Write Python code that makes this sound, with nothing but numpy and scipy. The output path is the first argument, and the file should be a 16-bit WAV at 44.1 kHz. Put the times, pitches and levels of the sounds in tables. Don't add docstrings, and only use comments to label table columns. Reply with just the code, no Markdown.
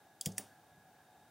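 import sys
import numpy as np
from scipy import signal
from scipy.fft import rfft, irfft
from scipy.io import wavfile

SR = 44100
rng = np.random.default_rng(int(sys.argv[2]) if len(sys.argv) > 2 else 0)


def how_loud(loudness_db):
    steps = np.asarray(loudness_db, float) / 20
    return 10 ** steps


def materialize(psi):
    bounded = np.clip(np.atleast_2d(psi).T, -1, 1)
    quanta = np.round(bounded * 32767).astype(np.int16)
    wavfile.write(sys.argv[1], SR, quanta)


N = 57330

# peak level in dB, time for the rattle to fall 60 dB in seconds,
# room echo level in dB, lowest frequency in Hz.
CONTACTS = [
    (-20.5, 0.031, -30.5, 3200),
    (-20, 0.066, -30.5, 2480),
    (-19.5, 0.041, -29.5, 330),
]
# time in seconds, level in dB.
KNOCK_TIMES = [
    [(.2106, -17), (.2112, 0), (.2119, -5), (.2126, -4), (.21345, -6)],
    [(.2586, -12), (.2592, 0), (.2598, -5), (.2614, -4), (.2622, -6), (.2657, -12)],
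    [(.3806, -14), (.3811, 0), (.3818, -4), (.38265, -4), (.3837, -9), (.3855, -10)],
]
RINGING_DB = [-21, -23, -20]


def unit(x):
    return x / np.sqrt(np.mean(x ** 2) + 1e-20)


def at_hz(points, hz):
    point_hz, point_db = np.array(points).T
    return np.interp(np.log(hz + 1), np.log(point_hz), point_db)


def colour(x, points):
    gain_db = at_hz(points, np.fft.rfftfreq(N, 1 / SR))
    return irfft(rfft(x) * how_loud(gain_db), N)


def peak(x, hz, width_hz):
    r = np.exp(-np.pi * width_hz / SR)
    top = np.array([1, 0, -1]) * (1 - r * r) / 2
    bottom = [1, -2 * r * np.cos(2 * np.pi * hz / SR), r * r]
    return signal.lfilter(top, bottom, x + 1e-18)


def ring(x, modes, sign=-1):
    out = 0
    for k, (hz, db, t60) in enumerate(modes):
        r = how_loud(-60 / (t60 * SR))
        w = 2 * np.pi * hz / SR
        tone = signal.lfilter([0, np.sin(w)], [1, -2 * r * np.cos(w), r * r], x + 1e-18)
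        out = out + sign ** k * how_loud(db) * tone
    return out


def drift(rate):
    knots = rng.standard_normal(200)
    return np.interp(np.arange(N) / SR * rate, np.arange(200), knots)


def dying(start, t60):
    rise_s = .0004
    t = np.arange(N) / SR - start
    rise = np.exp(np.clip(t / rise_s * 2, -50, 0)) * (t > -2 * rise_s)
    fall = how_loud(-60 * np.maximum(t, 0) / t60)
    return np.where(t < 0, rise, fall)


def background():
    # frequency in Hz, level in dB.
    hiss_spectrum = [(18, -57), (30, -6), (506, -10), (752, -8), (1180, -17.5), (1660, -32), (2050, -22.5),
                     (14800, -28), (16500, -45)]
    # frequency in Hz, width in Hz, level in dB.
    fan_resonances = [(130, 70, -9), (250, 80, -14), (670, 40, -9), (740, 30, 0), (775, 20, -3),
                      (860, 40, -8), (1420, 200, -16), (1620, 120, -12), (3700, 60, -19), (8750, 40, -22),
                      (15550, 300, -28)]
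    # frequency in Hz, rms level in dB.
    motor_tones = [(838, -78), (1676, -80)]
    hiss_db, fan_db, fan_wander_db = -64.5, -66.5, 2.8

    fan = 0
    for hz, width_hz, db in fan_resonances:
        level = how_loud(db + fan_wander_db * drift(7.72))
        fan = fan + level * peak(rng.standard_normal(N), hz, width_hz)
    turn = 2 * np.pi * np.arange(N) / SR + np.cumsum(drift(12)) * 0.02045 / SR
    motor = sum(how_loud(db + 4 + 3.4 * drift(15.54)) * np.sin(hz * turn) for hz, db in motor_tones)
    hiss = unit(colour(rng.standard_normal(N), hiss_spectrum))
    return how_loud(hiss_db - 4) * hiss + how_loud(fan_db) * unit(fan) + motor


def rumble():
    # start in seconds, level in dB, time to fall 60 dB in seconds, centre in Hz, width in Hz.
    blows = [
        (.262, -50, .35, 380, 330),
        (.386, -55, .3, 450, 600),
        (.384, -52, .08, 15550, 500),
        (.213, -54, .08, 3420, 600),
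        (.382, -46.5, .14, 9480, 600),
    ]
    out = 0
    for start, db, t60, hz, width_hz in blows:
        noise = peak(rng.standard_normal(N), hz, width_hz)
        out = out + how_loud(db) * unit(peak(noise, hz, width_hz)) * dying(start, t60)
    return out


def thud(pushes, modes):
    force = np.zeros(N)
    for start, db, soft_hz in pushes:
        t = np.maximum(np.arange(N) / SR - start, 0) * 2 * np.pi * soft_hz
        pulse = t * np.exp(-t)
        force += how_loud(db) * pulse / pulse.sum()
    return ring(force, modes, sign=0.86)


def bench_thud():
    # time in seconds, level in dB, softness in Hz.
    pushes = [
        (.2608, -43.5, 533),
        (.2672, -31.5, 400.),
        (.715, -59.5, 148),
        (.775, -52.5, 145),
    ]
    # frequency in Hz, level in dB, time to fall 60 dB in seconds.
    modes = [(71.4, -15, 0.12), (103.4, -13, 0.49), (160.6, 3, 0.095), (189.4, -1, 0.26),
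             (231, -10.5, 0.33), (297.4, -23.5, 0.45), (383, -11.5, 0.27), (525, -18, 0.086),
             (624, -22, 0.088)]
    return thud(pushes, modes)


def case_thud():
    # time in seconds, level in dB, softness in Hz.
    pushes = [
        (.3815, -45.5, 2000.),
        (.3895, -42.5, 2010),
    ]
    # frequency in Hz, level in dB, time to fall 60 dB in seconds.
    modes = [(204.3, -6.5, 0.22), (272, -10, 0.18), (400, -10.5, 0.08), (670, -2, 0.054), (766, -2, 0.13),
             (880, -49, .03)]
    return thud(pushes, modes)


def rubbing():
    # start in seconds, length in seconds, level in dB.
    slides = [
        (.249, .007, -54),
        (.3178, .001, -54),
        (.366, .012, -58),
        (.412, .002, -59),
    ]
    hz, width_hz, grains_per_s, t60_s = 6000, 2800, 4000, .045
    grains = (rng.random(N) < grains_per_s / SR) * rng.standard_normal(N)
    grains = unit(peak(peak(grains, hz, width_hz), hz, 2 * width_hz))
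    t = np.arange(N) / SR
    loudness = 0
    for start, length, db in slides:
        swell = np.clip((t - start) / length, 0, 1) ** .5
        fade = how_loud(-60 * np.maximum(t - start - length, 0) / t60_s)
        loudness = loudness + how_loud(db) * swell * fade
    return grains * loudness


def contact(which, body, modes):
    # frequency in Hz, level in dB.
    room_colour = [(900, 0.5), (2000, -6), (4000, 0), (7000, -1.5), (9600, 1.5), (12000, -4), (15500, 1.5),
                   (17000, -23)]
    room_t60_s, room_high_t60_s, rattle_db = 0.36, 0.067, -25
    db, rattle_t60, room_db, low_hz = CONTACTS[which]
    times, knock_db = np.transpose(KNOCK_TIMES[which])
    main = times[1]

    knocks = np.zeros(N)
    knocks[(times * SR).astype(int)] = how_loud(knock_db) * (-1) ** np.arange(len(times))
    rattle = rng.standard_normal(N) * np.abs(rng.standard_normal(N))
    rattle = rattle * how_loud(rattle_db) * dying(main, rattle_t60)

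    click = 0
    for i, (hz, width_hz, body_db) in enumerate(body):
        gain = (-1) ** i * how_loud(body_db) * 1000 / width_hz
        click = click + gain * peak(knocks + rattle, hz, width_hz)
    click = click / np.abs(click).max()
    click = click + how_loud(RINGING_DB[which]) * ring(knocks + rattle / 2, modes)

    air = unit(colour(rng.standard_normal(N), room_colour))
    low = signal.lfilter([.35, .35], [1, -.3], air)
    echo = low * dying(main + 0.0037, room_t60_s) + (air - low) * dying(main + 0.0047, room_high_t60_s)
    low_cut = signal.butter(3, low_hz, "high", fs=SR, output="sos")
    return how_loud(db) * signal.sosfilt(low_cut, click + echo * how_loud(room_db))


def touch():
    # frequency in Hz, width in Hz, level in dB.
    body = [(3150, 290, -19.5), (4690, 310, -8), (7520, 990, 0.5), (10270, 690, -4), (13400, 2200, -10),
            (16400, 530, -7)]
    # frequency in Hz, level in dB, time to fall 60 dB in seconds.
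    modes = [(3290, -7, .035), (3530, -11, .025), (4820, -5, .025), (7200, -6, .025), (7570, -7, .03),
             (15020, -8, .035), (15480, -9, .035)]
    return contact(0, body, modes)


def bottom_out():
    # frequency in Hz, width in Hz, level in dB.
    body = [(1940, 360, -11), (3340, 267, -8), (4920, 420, -5), (5570, 700, -4.5), (6980, 780, 1),
            (8820, 1700, 5), (11850, 1060, -3), (13800, 1000, -15), (15370, 1500, 0.5)]
    # frequency in Hz, level in dB, time to fall 60 dB in seconds.
    modes = [(3340, -8, .02), (5800, -10, .025), (7100, -4, .025), (8860, -8, .025), (14980, -8, .025)]
    return contact(1, body, modes)


def spring_back():
    # frequency in Hz, width in Hz, level in dB.
    body = [(1824, 380, -9), (2700, 770, -6), (3670, 300, -14.5), (4500, 360, -12.5), (5670, 130, -8.5),
            (7080, 350, -6.5), (8400, 290, -1.5), (9980, 2300, 5), (13600, 1200, -6), (16120, 500, 0.5)]
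    # frequency in Hz, level in dB, time to fall 60 dB in seconds.
    modes = [(1780, -6, .025), (2400, -10, .015), (5680, -4, .02), (6820, -5, .025), (8520, -3, .018),
             (9400, -9, .06), (9650, -6, .04), (15600, -10, .03)]
    return contact(2, body, modes)


def scene():
    # frequency in Hz, level in dB.
    key_width = [(30, -40), (1000, -36), (2200, -22), (8000, -16.5), (15000, -11)]
    background_width = [(30, -22), (200, -19), (600, -26.5), (1500, -31.5), (2200, -7.5), (5000, -5),
                        (9000, -2), (15000, -0.5)]

    key = touch() + bottom_out() + spring_back() + rubbing()
    key = key - .9 * peak(key, 4020, 500)
    key = key + rumble()
    mid = key + bench_thud() + case_thud() + background()

    direct = key * sum(dying(knocks[0][0], .04) for knocks in KNOCK_TIMES)
    side = colour(signal.hilbert(direct).imag, key_width)
    side = side + colour(background(), background_width)
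    return np.array([mid + side, mid - side])


def top_cut(x):
    return signal.sosfilt(signal.butter(12, 16990, fs=SR, output="sos"), x)


def record(dry):
    low_cut_hz, cutoff_hz = 83.5, 15950
    low_cut = signal.butter(4, low_cut_hz, "high", fs=SR, output="sos")
    high_cut = signal.ellip(10, .5, 45, cutoff_hz - 100, fs=SR, output="sos")
    mix = signal.sosfilt(high_cut, signal.sosfilt(low_cut, dry))
    return top_cut(mix)


dry = scene()
out = record(dry)
materialize(out)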